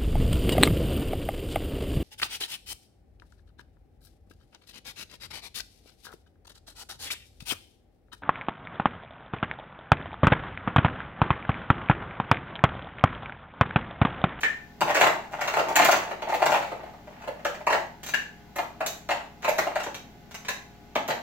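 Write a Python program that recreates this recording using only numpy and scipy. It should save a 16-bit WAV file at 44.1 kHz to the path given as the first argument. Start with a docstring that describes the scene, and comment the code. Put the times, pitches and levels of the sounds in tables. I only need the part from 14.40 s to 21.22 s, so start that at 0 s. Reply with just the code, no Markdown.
"""Ice cubes, scooped from a plastic bin and tipped into a steel shaker tin, a few metres off in a live room.
Each scoop stroke sets off clusters of collisions: a hollow clunk from the bin, a clack, a brittle crack.
Cubes tick on the tin and ring its wall and base. The scoop's rim clinks; the bin bumps the table.
A refrigerator hums over faint room air."""
import sys
import numpy as np
from scipy import signal
from scipy.io import wavfile

SR = 44100
rng = np.random.default_rng(int(sys.argv[2]) if len(sys.argv) > 2 else 0)


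def transcribe(signal):
    """Save signal, clipped to [-1, 1], as a 16-bit WAV file at the path in sys.argv[1]."""
    frames = np.atleast_2d(signal).T
    limited = np.clip(frames, -1, 1)
    pcm = np.round(limited * 32767).astype(np.int16)
    wavfile.write(sys.argv[1], SR, pcm)


N = 300747

# Room air. Each row: frequency in Hz, relative level in dB.
AIR_SPECTRUM = [(15, -5), (35, -29), (58, -11), (85, -6.5), (160, -8), (280, -7.5), (480, -17),
                (800, -14.5), (1100, -22.5), (1900, -22), (3200, -26.5), (7000, -33), (9500, -48.5),
                (12000, -36), (15500, -37)]
# Refrigerator tones. Each row: frequency in Hz, level in dB.
FRIDGE_TONES = [(59.3, -59.5), (118.6, -65.5), (158.2, -61.5), (178, -67.5), (201, -61), (237.3, -62.5),
                (296.6, -70.5), (415, -64.5), (711.5, -64), (830, -63.5), (1485, -72), (2078, -75.5)]
# Cubes on the tin's wall. Each row: start in seconds, level in dB, tilt in dB per octave,
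# frequency in Hz that the struck spot favours.
TIN_WALL_HITS = [(0.008, -34, -0.5, 6430), (0.408, -23, -2.5, 14100), (0.033, -23, -5, 7200),
                 (1.357, -14.5, 0.5, 7300), (1.446, -15.5, 0.5, 7340), (1.511, -29, -6, 7000),
                 (1.939, -38, 7, 14760), (2.058, -24, -1, 7300), (3.632, -31.5, 0, 6200),
                 (3.664, -29.5, 1, 6160), (3.688, -28.5, -1.5, 6540), (3.739, -22, -3, 6600),
                 (4.161, -33.5, 5, 12100), (4.463, -21, 1.5, 6700), (5.023, -39.5, -2, 2280),
                 (5.089, -24.5, -0.5, 12700), (5.182, -26, 0, 15000), (5.434, -30.5, -2, 6400),
                 (5.545, -30, -1.5, 2410), (5.911, -39.5, -3, 6300), (5.944, -32, -1.5, 6170),
                 (6.049, -35, -5, 2250), (6.085, -26.5, 0.5, 3840), (6.679, -30, 1, 13100)]
# Scoop rim clinks, a cube on the tin's base, bin on table. Each row: start in seconds, level in dB.
SCOOP_RIM_HITS = [(0.034, -15.5), (0.051, -47)]
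TIN_BASE_HITS = [(3.737, -18.5)]
BIN_TABLE_HITS = [(1.392, -26), (1.470, -43), (4.705, -47), (6.555, -30), (6.690, -34)]
# Modes. Each row: frequency in Hz, relative energy in dB, T60 in seconds.
TIN_WALL_MODES = [(1070, 5, 0.0033), (1370, -2, 0.1), (1660, 8.5, 0.0052), (2400, -1, 0.089),
                  (3300, -5, 0.0053), (3800, 2.5, 0.15), (6140, -29, 0.023), (6100, -1.5, 0.15),
                  (6260, -2, 0.12), (7130, -9, 0.017), (7330, -0.5, 0.0057), (7960, -7, 0.035),
                  (11070, -1.5, 0.0095), (12030, -3, 0.0092), (12150, 3, 0.016), (13000, -2, 0.015),
                  (14150, -1, .005), (15050, -5, 0.01)]
SCOOP_RIM_MODES = [(1766, -1, 0.29), (1830, 3.5, 0.11), (1665, 1.5, 0.011), (2020, -3.5, 0.014),
                   (2340, -3, 0.016), (2620, -20, 0.016), (3020, -16.5, 0.064), (4605, -39, 0.14),
                   (5900, -35, 0.091), (6600, -34, 0.15), (8240, -33, .2)]
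TIN_BASE_MODES = [(1760, 5, 0.025), (1614, 4.5, 0.019), (1745, -20, 0.15), (2090, -8.5, 0.02),
                  (2790, -9, 0.02), (2900, -8, 0.056), (2790, -6, 0.026), (3880, -22, .12)]
BIN_MODES = [(353, -19, .1), (532.5, 5, 0.37), (700, 19, 0.13), (730, -12, .09), (870, 5, 0.016),
             (884, -43, 0.15), (921, 7.5, 0.13), (912, 41, 0.02), (1285, -16, 0.23), (1464.5, 2.5, 0.031)]
BIN_TABLE_MODES = [(163, -9.5, 0.2), (224, 0, 0.085), (281, -0.5, 0.069)]
# Scoop strokes through the ice. Each row: start in seconds, length in seconds, push in dB.
SCOOP_STROKES = [(0.398, 0.23, -20.5), (0.891, 0.31, -26.5), (1.251, 0.3, -17.5), (1.85, .31, -21),
                 (2.65, 0.5, -45), (4.687, 0.066, -25.5), (5.007, 0.073, -25.5), (5.184, 0.22, -36)]
# Ice on ice and bin. Each row: start in seconds, strength in dB, hardness in dB, spot pitch in Hz.
ICE_KNOCKS = [(.411, -16.5, -1.5, 870), (.502, -20, 1.5, 665), (.546, -16, 7.5, 655), (.566, -16, 3, 645),
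              (.61, -8, 2.5, 810), (.635, -14.5, 2, 1080), (.665, -12, 1.5, 924), (.756, -39.5, -10.5, 900),
              (1.01, -21, 6.5, 553), (1.076, -20, 7, 930), (1.137, -19.5, 1, 665),
              (1.168, -17.5, -3.5, 680), (1.189, -16.5, 1, 700), (1.361, -11.5, 7, 870),
              (1.39, -12.5, -0.5, 830), (1.419, -17, 7, 630), (1.449, -17, 2, 930), (1.485, -13, -0.5, 736),
              (1.513, -26, 23.5, 870), (1.554, -24, 2, 800), (1.71, -26.5, -1.5, 900),
              (1.82, -26, -0.5, 592), (1.89, -26.5, -4, 820), (1.921, -23, -3.5, 613),
              (1.939, -22, -1, 646), (2.019, -16, -4, 636), (2.06, -16.5, 2, 915), (2.118, -19, 2, 890),
              (2.138, -17, -1, 765), (2.224, -28, 1, 840), (2.315, -29.5, -4.5, 666),
              (2.392, -47, -11, 564), (2.432, -40.5, -8, 570), (2.533, -44, -1, 930),
              (2.671, -42.5, -2.5, 630), (2.818, -40, 3, 830), (2.838, -37.5, -1, 950),
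              (2.875, -27.5, -5, 577), (3.049, -17.5, 3.5, 612), (3.145, -34, 5, 670),
              (3.204, -40, -7, 865), (3.267, -16.5, -1.5, 910), (3.301, -18, 1, 940),
              (3.326, -14, 1.5, 870), (3.346, -21.5, -2.5, 890), (4.158, -28.5, 2.5, 583),
              (4.183, -21, -0.5, 700), (4.405, -21, -2.5, 647), (4.689, -20.5, 2, 596),
              (4.707, -17.5, 2.5, 915), (5.044, -19, 1.5, 907), (5.078, -17.5, -4.5, 607),
              (5.184, -15, 2.5, 640), (5.266, -25, -5, 660), (5.356, -19.5, 0.5, 763),
              (5.399, -30, 10, 640), (5.461, -28.5, -1.5, 573), (5.945, -37.5, 11, 670),
              (6.084, -21, 8.5, 1000), (6.554, -17, 0.5, 662), (6.684, -21.5, -1, 893),
              (6.702, -18.5, 1.5, 586)]
# Dull, middle and sharp part of a collision. Each row: frequency in Hz, relative level in dB.
CLUNK_SPECTRUM = [(20, -50), (70, -40), (150, -6), (240, -19.5), (340, -9), (450, -9.5), (600, -1),
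                  (880, 2.5), (1100, -6.5), (1600, -40.5), (4000, -43)]
CLACK_SPECTRUM = [(100, 5), (600, -52.5), (1150, 4), (1500, 4.5), (1900, 5.5), (2300, 1.5), (2750, 0),
                  (3300, -8), (4500, -11.5), (9000, -89)]
CRACK_SPECTRUM = [(800, -37), (2500, 12.5), (4000, 7), (5200, 6), (6400, 8.5), (7600, 4.5), (8800, -5.5),
                  (10000, -10), (11500, -5), (13000, -3.5), (15800, 0.5)]
# Room decay. Each row: frequency in Hz, T60 in seconds.
ROOM_DECAY = [(150, .45), (530, .42), (1400, .39), (3700, .4), (7000, .39), (14000, .33)]
# Diffuse field. Each row: frequency in Hz, left-right coherence as a ratio.
COHERENCE = [(50, 0.79), (300, 0.63), (640, 0.51), (1400, 0.12), (3100, 0.027), (7000, 0.023),
             (15000, 0.15)]
# Reflections off table and walls. Each row: nominal delay in seconds, level in dB re direct sound.
REFLECTIONS = [(.0028, -7.5), (.0048, 0), (.0066, -1.5)]

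CLUNK_DB_PER_HARD_DB, CLACK_DB_PER_HARD_DB = -0.89, 0.27
ENTER_S, BUILD_DB, RELEASE_DB_PER_S = 0.039, 7.5, 300
SETTLE_DB, SETTLE_FALL_DB_PER_LENGTH = -11, 16.5
SPLINTER_DB_PER_PUSH_DB, FIRM_PUSH_DB = 0.083, -28


def amp(db):
    return 10 ** (np.asarray(db) / 20)


def unit(x):
    """Scale to energy 1."""
    return x / np.sqrt(np.sum(x ** 2, axis=-1, keepdims=True) + 1e-20)


def lookup(points, hz):
    """Interpolate on a log-frequency axis."""
    point_hz, value = np.transpose(points)
    return np.interp(np.log(hz + 1), np.log(point_hz + 1), value)


def add(mix, start_s, sound):
    part = mix[max(round(start_s * SR), 0):][:len(sound)]
    part += sound[:len(part)]


def click(spectrum, size=2048):
    """Minimum-phase click with this spectrum."""
    hz = abs(np.fft.fftfreq(size, 1 / SR))
    log_gain = np.log(amp(lookup(spectrum, hz)))
    return unit(np.fft.ifft(np.exp(np.conj(signal.hilbert(log_gain)))).real)


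def ring(modes, shift_db=0, size=16384):
    """Decaying sines of alternating sign; shift_db reweights the modes."""
    hz, db, t60_s = np.transpose(modes)[:, :, None]
    t = np.arange(size) / SR
    sines = unit(np.sin(2 * np.pi * hz * t) * np.exp(-np.log(1000) * t / t60_s))
    sign = (-1) ** np.arange(len(modes))[:, None]
    return unit((sign * sines * amp(db + np.reshape(shift_db, (-1, 1)))).sum(0))


def struck(hits, modes, level_db):
    """One object, rung at each hit."""
    out = np.zeros(N)
    for start_s, db in hits:
        add(out, start_s, amp(level_db + db) * ring(modes))
    return out


def cluster(mean_wait_s, follow_db=-8, uneven_db=5, count=10, size=2048):
    """A first contact, then ever weaker knocks from neighbouring cubes."""
    wait, force = rng.exponential(1, count), rng.standard_normal(count)
    blows = np.zeros(size)
    at = np.clip(wait * mean_wait_s * SR, 1, size - 1).astype(int)
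    sign = rng.choice([-1, 1], count)
    blows[at] = sign * amp(follow_db + uneven_db * np.tanh(force)) * np.exp(-wait / 2)
    blows[0] = 1
    return blows


def radiated(x, cutoff_hz=215):
    """Small objects radiate no deep bass."""
    return signal.sosfilt(signal.butter(3, cutoff_hz, "highpass", fs=SR, output="sos"), x)


def diffuse(shape_db, count, size=1024):
    """Noise from all sides at two microphones, alike in the bass, shaped by shape_db(hz, s)."""
    hz, t, bins = signal.stft(rng.standard_normal((2, count)), SR, nperseg=size)
    coherence = np.clip(lookup(COHERENCE, hz), -1, 1)[:, None]
    mid, side = np.sqrt(1 + coherence) * bins[0], np.sqrt(1 - coherence) * bins[1]
    bins = np.array([mid + side, mid - side]) * amp(shape_db(hz[:, None], t))
    return unit(signal.istft(bins, SR, nperseg=size)[1][:, :count])


def fridge_hum(waver_cycles=0.44, knots=12):
    """Steady tones, each drifting slowly in phase."""
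    t, hum = np.arange(N) / SR, np.zeros(N)
    knots_s = np.linspace(0, t[-1], knots)
    for hz, db in FRIDGE_TONES:
        drift_cycles = waver_cycles * np.interp(t, knots_s, rng.standard_normal(knots))
        hum += np.sqrt(2) * amp(db) * np.sin(2 * np.pi * (hz * t + drift_cycles))
    return hum


def room_air(level_db=-53):
    """Still air: steady diffuse noise."""
    return amp(level_db) * np.sqrt(N) * diffuse(lambda hz, s: lookup(AIR_SPECTRUM, hz), N)


def tin_wall(level_db=24, tick_db=1, favour_db=7, favour_octaves=0.11, chatter_s=0.0034,
             uneven_db=-0.5, detune=0.0075):
    """Cubes chatter on the steel and ring it; each hit has its own level, tilt and favoured modes."""
    out = np.zeros(N)
    mode_hz, tick_hz = np.transpose(TIN_WALL_MODES)[0], np.transpose(CRACK_SPECTRUM)[0]
    for start_s, db, tilt_db_per_octave, spot_hz in TIN_WALL_HITS:
        octaves = np.log2(mode_hz / spot_hz)
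        spot_db = favour_db * np.exp(-(octaves / favour_octaves) ** 2)
        # ice in the tin loads the modes anew at each hit
        load = rng.standard_normal((len(TIN_WALL_MODES), 2))
        modes = [(hz * (1 + detune * pitch_load), mode_db + uneven_db * level_load, t60_s)
                 for (hz, mode_db, t60_s), (pitch_load, level_load) in zip(TIN_WALL_MODES, load)]
        sound = ring(modes, tilt_db_per_octave * octaves + spot_db)
        tick_tilt_db = tilt_db_per_octave * np.log2(tick_hz / spot_hz)
        tick = click(np.array(CRACK_SPECTRUM) + np.outer(tick_tilt_db, [0, 1]))
        add(sound, 0, amp(tick_db) * unit(signal.fftconvolve(cluster(chatter_s, count=30), tick)))
        add(out, start_s, amp(level_db + db) * unit(sound))
    return out


def clinks(level_db=28):
    """The scoop's rim rings as it is picked up, the tin's base as a cube drops on it."""
    rim = struck(SCOOP_RIM_HITS, SCOOP_RIM_MODES, level_db)
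    base = struck(TIN_BASE_HITS, TIN_BASE_MODES, level_db)
    return rim + base


def scoop_push():
    """Push envelope: builds as ice piles up, lets go, then lingers as loose cubes settle."""
    t, push = np.arange(N) / SR, np.zeros(N)
    for start_s, length_s, db in SCOOP_STROKES:
        left_s = np.maximum(start_s + length_s - t, 0)
        after_s = np.maximum(t - start_s - length_s, 0)
        settle_db = SETTLE_DB - SETTLE_FALL_DB_PER_LENGTH * after_s / length_s
        fade_db = np.maximum(-RELEASE_DB_PER_S * after_s, settle_db)
        entry = np.clip((t - start_s) / ENTER_S, 0, 1)
        push += amp(db - BUILD_DB * left_s / length_s + fade_db) * entry
    return push


def bin_clunk(spot_hz=750, middle_hz=750, tracking=0.31, ring_db=-6, miss_db_per_octave=6):
    """One collision radiated by the bin: a clunk, higher on a stiffer spot, plus a hollow ring."""
    miss_octaves = abs(np.log2(np.transpose(BIN_MODES)[0] / spot_hz))
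    voice = amp(ring_db) * ring(BIN_MODES, -miss_db_per_octave * miss_octaves)
    add(voice, 0, click(np.array(CLUNK_SPECTRUM) * [(spot_hz / middle_hz) ** tracking, 1]))
    return unit(voice)


def ice_churn(level_db=-5, clack_db=-4, crack_db=-15, contacts_per_s=100, uneven_db=5.0):
    """Small random collisions that swell with the push; a harder push splinters more."""
    push, out = scoop_push(), np.zeros(N)
    contact = rng.random(N) < contacts_per_s / SR
    splinter = (push / amp(FIRM_PUSH_DB)) ** SPLINTER_DB_PER_PUSH_DB
    for voice, gain in ((bin_clunk(), 1), (click(CLACK_SPECTRUM), amp(clack_db)),
                        (click(CRACK_SPECTRUM), amp(crack_db) * splinter)):
        force = amp(uneven_db * np.minimum(rng.exponential(1, N), 3)) * rng.choice([-1, 1], N)
        blows = np.sqrt(N) * unit(force * contact) * push * gain
        out += amp(level_db) * signal.oaconvolve(blows, voice)[:N]
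    return out


def ice_knocks(clunk_db=24, clack_db=21, crack_db=9, spot_db=-4, spot_t60_s=0.039,
               settle_s=0.0015, splinter_s=0.004, touch_db=-11, bite_s=0.002996):
    """A light touch, then a cluster of collisions; hard contacts trade clunk for clack and crack."""
    out, clack, crack = np.zeros(N), click(CLACK_SPECTRUM), click(CRACK_SPECTRUM)
    for start_s, db, hard_db, spot_hz in ICE_KNOCKS:
        blows = amp(touch_db) * cluster(settle_s)
        add(blows, bite_s, cluster(settle_s))
        clunk = bin_clunk(spot_hz) + amp(spot_db) * ring([(spot_hz, 0, spot_t60_s)])
        splinters = cluster(splinter_s, count=60)  # brittle edges
        for drive, voice, part_db in ((blows, clunk, clunk_db + CLUNK_DB_PER_HARD_DB * hard_db),
                                      (blows, clack, clack_db + CLACK_DB_PER_HARD_DB * hard_db),
                                      (splinters, crack, crack_db + hard_db)):
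            add(out, start_s, amp(db + part_db) * unit(signal.fftconvolve(drive, voice)))
    return out


def table_bumps():
    """The scoop bumps the bin against the table, ringing the low modes of both."""
    return radiated(struck(BIN_TABLE_HITS, BIN_TABLE_MODES, level_db=22), cutoff_hz=107)


def room_response(tail_db=6, build_s=0.0068, scatter_db=3, scatter_s=0.0088, spread_s=0.00019,
                  delay_jitter=0.22, left_lag_s=4 / SR, size=24000):
    """Direct sound, right microphone first; early reflections; diffuse tail."""
    t = np.arange(size) / SR
    tail = diffuse(lambda hz, s: -60 * s / lookup(ROOM_DECAY, hz), size)
    response = amp(tail_db) * unit(tail * (1 - np.exp(-t / build_s)))
    # dense early burst off bottles, shelves and the near corner
    scatter = diffuse(lambda hz, s: 0, size) * (t / scatter_s) ** 2 * np.exp(-2 * t / scatter_s)
    response += amp(scatter_db) * unit(scatter)
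    add(response[0], left_lag_s, np.ones(1))
    add(response[1], 0, np.ones(1))
    for delay_s, db in REFLECTIONS:
        side, detour, sign = rng.uniform(-1, 1, 3)
        arrival_s = delay_s * (1 + delay_jitter * detour)
        echo = np.sign(sign) * amp([db])
        add(response[0], arrival_s + left_lag_s + spread_s * side, echo)
        add(response[1], arrival_s, echo)
    return unit(response)


def room(x, count=5, move_s=0.11):
    """The hands keep moving: the sound crossfades round a cycle of room responses."""
    place, out = np.arange(N) / SR / move_s, np.zeros((2, N))
    for k in range(count):
        distance = abs((place - k + count / 2) % count - count / 2)
        share = np.cos(np.pi / 2 * np.minimum(distance, 1))
        out += signal.oaconvolve((x * share)[None], room_response(), axes=1)[:, :N]
    return out


def scene(clink_lean_db=3):
    """Ice and steel in the room over hum and air; the clinks beam slightly left."""
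    lean = amp(np.array([[0.5], [-0.5]]) * clink_lean_db)
    scooping = radiated(ice_knocks() + ice_churn() + tin_wall()) + table_bumps()
    return room(scooping) + lean * room(radiated(clinks())) + fridge_hum() + room_air()


def record(dry, bass_lean_db=1.6, treble_lean_db=-0.55, split_hz=1400, edge_hz=15900):
    """Left microphone slightly fuller, right slightly brighter; then a low-pass."""
    bass = signal.sosfiltfilt(signal.butter(2, split_hz, fs=SR, output="sos"), dry)
    side = np.array([[0.5], [-0.5]])
    heard = bass * amp(side * bass_lean_db) + (dry - bass) * amp(side * treble_lean_db)
    low_pass = signal.firwin(511, edge_hz, window=("kaiser", 9), fs=SR)
    return signal.oaconvolve(heard, low_pass[None], "same")


dry = scene()
out = record(dry)
transcribe(out)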